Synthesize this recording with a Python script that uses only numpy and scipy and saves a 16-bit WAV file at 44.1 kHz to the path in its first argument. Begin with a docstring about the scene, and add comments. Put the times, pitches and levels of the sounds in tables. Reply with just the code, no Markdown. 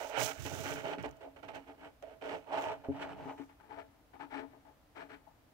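"""Toy car on a wooden table

A small plastic toy car is pushed in uneven spurts over a wooden table, close to a camera that stands on it.
Bursts of tiny random blows ring the tabletop modes and rasp in the hollow shell; filtered noise makes
the hiss and axle ticks at the right microphone. Rough low noise and wavering sines rumble under presses,
and trains of soft pulses make a few knocks. The car drifts away to the left, in a quiet room.
"""
import sys
import numpy as np
from scipy import signal
from scipy.fft import rfft, irfft
from scipy.io import wavfile
from scipy.ndimage import map_coordinates

SR = 44100
rng = np.random.default_rng(int(sys.argv[2]) if len(sys.argv) > 2 else 0)


def master(y):
    """Save y as 16-bit WAV."""
    cut = np.clip(np.atleast_2d(y).T, -1, 1)
    pcm = np.round(cut * 32767)  # scale
    wavfile.write(sys.argv[1], SR, pcm.astype(np.int16))


N = 243873
TIME = np.arange(N) / SR  # s
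HZ = np.fft.rfftfreq(16384, 1 / SR)  # frequency grid of the filters

# Path of the car, and which tabletop modes it shakes best on the way; all levels relative:
# (time [s], left over right [dB], low modes [dB], upper over middle modes [dB])
CAR_PATH = [(0.18, -8, -11, -2.5), (0.54, -6.5, 6, -1.5), (0.72, -4.5, -0.5, -5), (1.08, -4.5, 0, 3),
            (1.23, -2.5, -7.5, -10), (1.45, -6.5, -1, 1.5), (1.85, -2.5, 3, 3), (2.03, -4.5, -13.5, -13.5),
            (2.3, -3.5, -1.5, -5.5), (2.55, -4.5, -6, 5.5), (2.72, -2, -10, 0), (3.0, -1.5, -3.5, .5),
            (3.3, 1, -2, 4.5), (3.44, 3, 5, 10), (3.72, 8.5, -2, 9.5), (3.82, 6, -4.5, -3),
            (4.2, 6.5, 1, 12), (4.45, 8.5, 2.5, 3), (4.97, 8, -1, 3), (5.05, 5.5, 3, 1), (5.15, 6, 8, 4),
            (5.29, 18, -19, 7)]
# Pushes of the hand, relative levels; the rasp level also drives the rolling hiss:
# (start [s], length [s], rise [s], tabletop ring [dB], rasp of the wheels [dB])
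HAND_PUSHES = [(0.0, 0.05, 0.0027, -38.5, -45), (0.06, 0.14, 0.036, -43, -50.5),
               (0.122, 0.097, 0.052, -32, -35), (0.25, 0.059, 0.0079, -41.5, -42),
               (0.35, 0.083, 0.02, -56.5, -51.5), (0.45, 0.021, 0.0034, -43, -42.5),
               (0.48, 0.19, 0.029, -45.5, -47.5), (0.62, 0.11, 0.037, -41, -41.5),
               (0.755, 0.051, 0.0035, -45.5, -46), (0.825, 0.11, 0.026, -38.5, -43.5),
               (0.98, 0.026, 0.005, -49.5, -49), (1.033, 0.017, 0.0075, -36.5, -42.5),
               (1.205, 0.011, 0.006, -46, -55), (1.22, 0.033, 0.016, -43, -58.5),
               (1.36, 0.0076, 0.0029, -48.5, -54), (1.426, 0.011, 0.0051, -44, -50.5),
               (1.478, 0.012, 0.0093, -42.5, -46), (1.528, 0.039, 0.023, -44.5, -46.5),
               (1.66, 0.051, 0.016, -52, -59.5), (1.765, 0.1, 0.076, -50, -54.5),
               (2.022, 0.016, 0.0038, -42.5, -57), (2.058, 0.066, 0.024, -50, -62.5),
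               (2.21, 0.085, 0.012, -40, -48.5), (2.28, 0.068, 0.033, -37.5, -44),
               (2.46, 0.067, 0.025, -43.5, -55.5), (2.512, 0.08, 0.02, -32.5, -42),
               (2.606, 0.12, 0.016, -36, -46), (2.835, 0.023, 0.0071, -44, -57.5),
               (2.88, 0.25, 0.09, -45, -53.5), (2.997, 0.029, 0.023, -41, -42),
               (3.15, 0.12, 0.038, -46, -56.5), (3.27, 0.037, 0.014, -41.5, -52),
               (3.372, 0.035, 0.0074, -50, -56), (3.49, 0.0065, 0.0039, -59.5, -60),
               (3.594, 0.011, 0.0062, -54.5, -61), (3.62, 0.098, 0.014, -61.5, -70),
               (3.688, 0.054, 0.022, -47, -53.5), (3.755, 0.047, 0.031, -46.5, -51.5),
               (4.13, 0.022, 0.0067, -51.5, -59.5), (4.19, 0.041, 0.013, -45, -50),
               (4.294, 0.11, 0.037, -44.5, -47), (4.42, 0.02, 0.0085, -51.5, -65),
               (4.525, 0.02, 0.0089, -54.5, -70), (4.648, 0.043, 0.0038, -58.5, -68),
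               (4.948, 0.075, 0.02, -46.5, -49), (5.085, 0.056, 0.015, -53.5, -52),
               (5.264, 0.012, 0.0084, -55, -91)]
# Resonant modes of the wooden tabletop, relative levels:
# (frequency [Hz], nominal width [Hz], left microphone [dB], right microphone [dB])
TABLE_MODES = [(168.6, 21, -37, -15), (279.7, 13.1, 2.5, -1), (340, 51, -13, -10.5), (442, 35.7, -5.5, 0),
               (557, 59, -21, -5.5), (648.6, 38, 0.5, 3.5), (834, 34.4, -7, -4.5), (858.4, 29, -3.5, -7),
               (850, 184, -7, -7), (1236, 49, -12.5, -78)]
# Spectrum of the low shaking of the wood: (frequency [Hz], relative level [dB])
RUMBLE_SPECTRUM = [(25, -37), (55, -16), (90, -5.5), (135, 1.5), (200, -14), (400, -13.5), (1000, -50),
                   (4000, -67)]

RASP_RELEASE_S = 0.022  # the shell's rasp dies with the push


def amp(db):
    """Amplitude factor of a level in dB."""
    return 10 ** (np.asarray(db) / 20)


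def unit(x):
    """Scales to an rms of one."""
    return x / np.sqrt(np.mean(x ** 2) + 1e-20)


def curve(rows, axis=1):
    """One column of a table, joined by straight lines in time."""
    rows = np.array(rows)
    return np.interp(TIME, rows[:, 0], rows[:, axis])


def read(points, hz):
    """One value per frequency, joined by straight lines in log frequency."""
    f, value = np.transpose(points)
    return np.interp(np.log(hz + 1), np.log(f + 1), value)


def ring(x, gain):
    """Passes x through the causal minimum-phase filter that has this gain at HZ."""
    cepstrum = irfft(np.log(np.maximum(gain, 1e-5)))
    half = cepstrum.shape[-1] // 2
    # folding the cepstrum forward puts the energy as early as possible
    cepstrum[..., 1:half] *= 2
    cepstrum[..., half + 1:] = 0
    taps = irfft(np.exp(rfft(cepstrum)))[..., :half]
    return signal.fftconvolve(np.atleast_2d(x), np.atleast_2d(taps), axes=1)[:, :N]


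def resonances(modes, skirt, damping=1):
    """Gain of the modes at both microphones; skirt sets how steeply each falls away, damping widens them."""
    power = 0
    for hz, width, left, right in modes:
        detuning = 2 * (HZ - hz) / (width * damping)
        power = power + amp([[left], [right]]) ** 2 / (1 + detuning ** 2 / skirt) ** skirt
    return np.sqrt(power)


def body(blows, modes, skirt):
    """Blows ring a set of modes, with the same filter power at both microphones."""
    gain = resonances(modes, skirt)
    return ring(blows, gain / np.sqrt(np.mean(gain ** 2, 1, keepdims=True)))


def wander(rate_hz):
    """Slow random drift of rms one: noise that falls away above rate_hz."""
    hz = np.fft.rfftfreq(N, 1 / SR)
    spectrum = rfft(rng.standard_normal(N)) / (1 + (hz / rate_hz) ** 4)
    return unit(irfft(spectrum, N))


def pan(db):
    """Left and right gains of constant power from a left-over-right level."""
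    gains = amp(np.array([db, -db]) / 2)
    return gains / np.sqrt(np.mean(gains ** 2, 0))


def grit(per_s, spread_db, judder_db, judder_hz, apart):
    """Tiny blows of wheel on wood, bunched as the wheels judder; each microphone hears some on its own."""
    size = amp(spread_db * np.minimum(rng.exponential(1, (3, N)), 4))
    struck = rng.random((3, N)) < per_s / SR
    blows = size * rng.standard_normal((3, N)) * struck
    both = unit(blows[0] + apart * blows[1:])  # row 0 is common to both microphones
    return unit(both * amp(judder_db * wander(judder_hz)))


def strokes(rows, release_s, axis=3):
    """Force of hand strokes: each rises, holds, lets go and leaves a faint creep; axis picks the dB column."""
    coast_db, coast_s = -17.5, 0.12  # the car creeps on a little
    power = np.zeros(N)
    t = TIME[:SR]
    for row in rows:
        start, length, rise = row[:3]
        after = np.maximum(t - length, 0)
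        fall = np.maximum(np.exp(-after / release_s), amp(coast_db) * np.exp(-after / coast_s))
        force = amp(row[axis]) * np.minimum(t / rise, 1) * fall
        part = power[max(round(start * SR), 0):][:SR]
        part += (force ** 2)[:len(part)]
    return np.sqrt(power)


def placed(x, strength):
    """Level and arrival time follow the car: the farther microphone hears it later; strength scales the pan."""
    lag_s_per_db, lag_max_s = 0.00005, 0.00019
    balance_db = curve(CAR_PATH)
    lag_s = np.clip(-lag_s_per_db * balance_db, -lag_max_s, lag_max_s)
    shift = lag_s * SR / 2  # half the lag for each side, in samples
    at = np.arange(N)
    late = [map_coordinates(c, [at - sign * shift], order=3) for c, sign in zip(x, (1, -1))]
    return np.array(late) * pan(strength * balance_db)


def tabletop():
    """The rolling wheels keep the wooden modes ringing, in three bands whose weights follow the car."""
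    blows = grit(per_s=3500, spread_db=0.83, judder_db=0.98, judder_hz=61, apart=0.82)
    force = strokes(HAND_PUSHES, release_s=0.026)
    sound = rfft(body(blows * force, TABLE_MODES, skirt=1.82))
    hz = np.fft.rfftfreq(N, 1 / SR)
    below = 1 / (1 + (hz / 420) ** 8)
    above = 1 - 1 / (1 + (hz / 735) ** 24)
    low, middle, upper = (irfft(sound * band, N) for band in (below, 1 - below - above, above))
    low_gain = amp(curve(CAR_PATH, axis=2) + 3.0)
    upper_gain, middle_gain = pan(curve(CAR_PATH, axis=3))  # pan here trades upper against middle
    mix = low * low_gain + middle * middle_gain + upper * upper_gain
    return amp(-1.0) * placed(mix, strength=1.0)


def shell():
    """The same rolling rattles the hollow plastic body, whose broad higher modes turn it into a rasp."""
    # Modes of the plastic shell, relative levels:
    # (frequency [Hz], width [Hz], left microphone [dB], right microphone [dB])
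    shell_modes = [(1451, 376, 6.5, 0), (1738, 48, 10, -38), (1923, 123, 3.5, -4.5), (2260, 294, 2.5, -3.5),
                   (2644, 560, -12, -6), (3002, 202, -7.5, -4.5), (3330, 840, -12.5, -17.5),
                   (4160, 780, -15, -21.5), (5600, 1200, -24.5, -24.5), (7980, 550, -21, -25.5)]
    blows = grit(per_s=3500, spread_db=2.5, judder_db=1.34, judder_hz=108, apart=1.0)
    force = strokes(HAND_PUSHES, RASP_RELEASE_S, axis=4)
    rasp = body(blows * force, shell_modes, skirt=1.57)
    return amp(-2.17) * placed(rasp, strength=1.41) * pan(np.array([-1.5]))


def scrape():
    """Sliding plastic hisses and axles catch and slip in sharp ticks, nearly all at the right microphone."""
    # Wheels skidding sideways near the right microphone:
    # (start [s], length [s], rise [s], relative hiss level [dB])
    skids = [(0.0, 0.093, 0.0013, -47.5), (0.165, 0.098, 0.06, -29.5), (0.33, .41, 0.12, -42.5),
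             (0.78, 0.11, 0.0081, -55.5), (1.545, 0.0069, 0.0052, -61), (2.215, 0.17, 0.023, -66.5),
             (2.55, 0.092, 0.079, -52), (3.2, 0.26, 0.025, -70)]
    # Axles catching and slipping: (time [s], relative level [dB])
    axle_ticks = [(0.463, -25), (1.027, -37.5), (1.059, -41), (1.091, -45), (1.111, -43.5), (1.137, -69),
                  (1.168, -49), (1.555, -41), (2.025, -44.5), (2.622, -33)]
    # Spectrum of hiss and ticks: (frequency [Hz], relative level [dB])
    hiss_spectrum = [(1500, -18.5), (3300, -4.5), (4600, -8.5), (5300, -4.5), (6200, -1), (7400, -6),
                     (8800, -11.5), (11000, -15), (13500, -14), (16000, -8)]
    # plain rolling hisses too, less while the car is on the left
    rolling_gain = amp(-20 - np.maximum(curve(CAR_PATH), 0))
    rolling = strokes(HAND_PUSHES, RASP_RELEASE_S, axis=4) * rolling_gain
    force = np.hypot(strokes(skids, release_s=0.037), rolling)
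    blows = grit(per_s=10000, spread_db=1.5, judder_db=1.5, judder_hz=109, apart=3.5)
    hiss = blows * force * amp(-3.0)
    t = TIME[:SR // 50]
    for start, db in axle_ticks:
        tick = np.exp(-t / 0.003) * rng.standard_normal((2, len(t)))
        hiss[:, round(start * SR):][:, :len(t)] += amp(db - 11) * tick
    return ring(hiss, unit(amp(read(hiss_spectrum, HZ)))) * amp([[-24], [0]])


def room_tone():
    """Steady quiet background noise, partly shared by both microphones, most of all in the bass."""
    # Spectrum of the background: (frequency [Hz], relative level [dB])
    tone_spectrum = [(15, -23), (45, -4.5), (100, -3.5), (210, -14.5), (285, -4.5), (370, -16.5),
                     (650, -13), (1400, -21), (4000, -29.5), (8500, -36), (15000, -33.5)]
    noise = rng.standard_normal((3, N))
    gain = amp(read(tone_spectrum, HZ))
    shared = 0.86 / (1 + (HZ / 700) ** 2)  # share of the power
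    common = ring(noise[0], gain * np.sqrt(shared))
    separate = ring(noise[1:], gain * np.sqrt(1 - shared))
    return amp(-65.5) * unit(common + separate)


def room(x):
    """A short tail of sparse reflections, dying faster in the treble."""
    # Reverberation: (frequency [Hz], time to fall by 60 dB [s])
    decay_times = [(200, 0.32), (1000, 0.11), (10000, 0.086)]
    reflected = rng.random((2, SR // 2)) < 3000 / SR  # 3000 reflections a second
    taps = rng.standard_normal((2, SR // 2)) * reflected
    taps[:, :SR // 200] = 0  # none in the first 5 ms
    hz, t, z = signal.stft(taps, SR, nperseg=256)
    decay = amp(-60 * t / read(decay_times, hz)[:, None])
    tail = signal.istft(z * decay, SR, nperseg=256)[1]
    return signal.fftconvolve(x, tail / np.linalg.norm(tail[0]), axes=1)[:, :N]


def rumble():
    """Wheels sticking and slipping shake the wood and rock the camera, its left end after its right."""
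    # The hand bears down and the wheels judder, relative levels:
    # (start [s], length [s], rise [s], rumble [dB], mean slips a second [Hz])
    presses = [(0.169, 0.074, 0.027, -41.5, 133), (0.365, 0.12, 0.035, -43, 83),
               (0.494, 0.16, .02, -45, 102), (0.693, 0.084, 0.016, -43.5, 138),
               (0.798, 0.054, 0.015, -49.5, 140), (0.98, .03, 0.0058, -43, 170),
               (1.04, 0.051, 0.013, -50.5, 69), (1.445, 0.13, .015, -61, 110), (2.3, 0.049, .03, -56, 105),
               (2.545, 0.25, .02, -59.5, 113), (2.658, 0.013, 0.013, -46.5, 100),
               (2.879, 0.023, 0.0054, -40, 90), (2.957, 0.32, 0.018, -55, 178)]
    release_s, rock_s = 0.027, 0.0034  # rock_s: delay of the left end
    judder_share = 0.45  # regular part of the rumble's power
    blows = grit(per_s=1100, spread_db=-0.5, judder_db=1.5, judder_hz=23.9, apart=0.81)
    rough = ring(blows * strokes(presses, release_s), unit(amp(read(RUMBLE_SPECTRUM, HZ))))
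    clock = np.cumsum(1 + 0.0793 * wander(rate_hz=23.4)) / SR  # wavering time for the slips
    judder = np.zeros(N)
    for row in presses:
        slips = np.sqrt(2) * np.sin(2 * np.pi * row[4] * clock)
        judder += strokes([row], release_s) * slips
    left, right = np.sqrt(1 - judder_share) * rough + np.sqrt(judder_share) * judder
    left = np.interp(TIME - rock_s, TIME, left)
    return np.array([left, right]) * amp([[-9], [1]])


def knocks():
    """The pressed car stutters: trains of soft slips die away, their long contact favouring the low modes."""
    # Knocks on the wood, relative levels:
    # (time [s], level [dB], contact time [s], left over right [dB], stutter length [s])
    stutters = [(0.458, -44, 0.0013, -1, .004), (0.977, -47, 0.0011, -3, 0.017),
                (1.057, -47, 0.0006, 0, 0.0076), (2.886, -34.5, 0.0019, 0.5, 0.025),
                (3.256, -46.5, 0.0022, 9, 0.018), (3.398, -41, 0.0028, 30, 0.0069)]
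    slip_hz = 137.3  # slips a second
    force = np.zeros((2, N))
    for start, db, contact, side_db, length in stutters:
        u = TIME[:SR // 20] / (contact / np.pi / 2)
        blow = u * np.exp(-u)
        blow = blow / np.sum(blow)
        for delay in np.arange(8) / slip_hz:
            size = amp(db) * np.exp(-(delay / length) ** 4)
            force[:, round((start + delay) * SR):][:, :len(u)] += pan(np.array([side_db])) * size * blow
    thud = amp(read(RUMBLE_SPECTRUM, HZ) - 21.5) * amp([[-7], [0]])
    dull = 1 / np.sqrt(1 + (HZ / 420) ** 6)  # the hand damps the upper modes
    radiated = HZ ** 2 / (HZ ** 2 + 85 ** 2)  # a steady push makes no sound
    modes = resonances(TABLE_MODES, skirt=1.04, damping=1.14) * dull
    return amp(55.5) * ring(force, (modes + thud) * radiated)


def scene():
    """The car on its table with a little of the room, the close sounds, and the background."""
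    car = tabletop() + shell() + knocks()
    return car + amp(-16.5) * room(car) + scrape() + rumble() + room_tone()


def record(dry):
    """A steep linear-phase low-pass at 15780 Hz limits the band at the microphones."""
    taps = signal.firwin(511, 15780, window=("kaiser", 9), fs=SR)
    return signal.oaconvolve(dry, taps[None], "same")


dry = scene()
out = record(dry)
master(out)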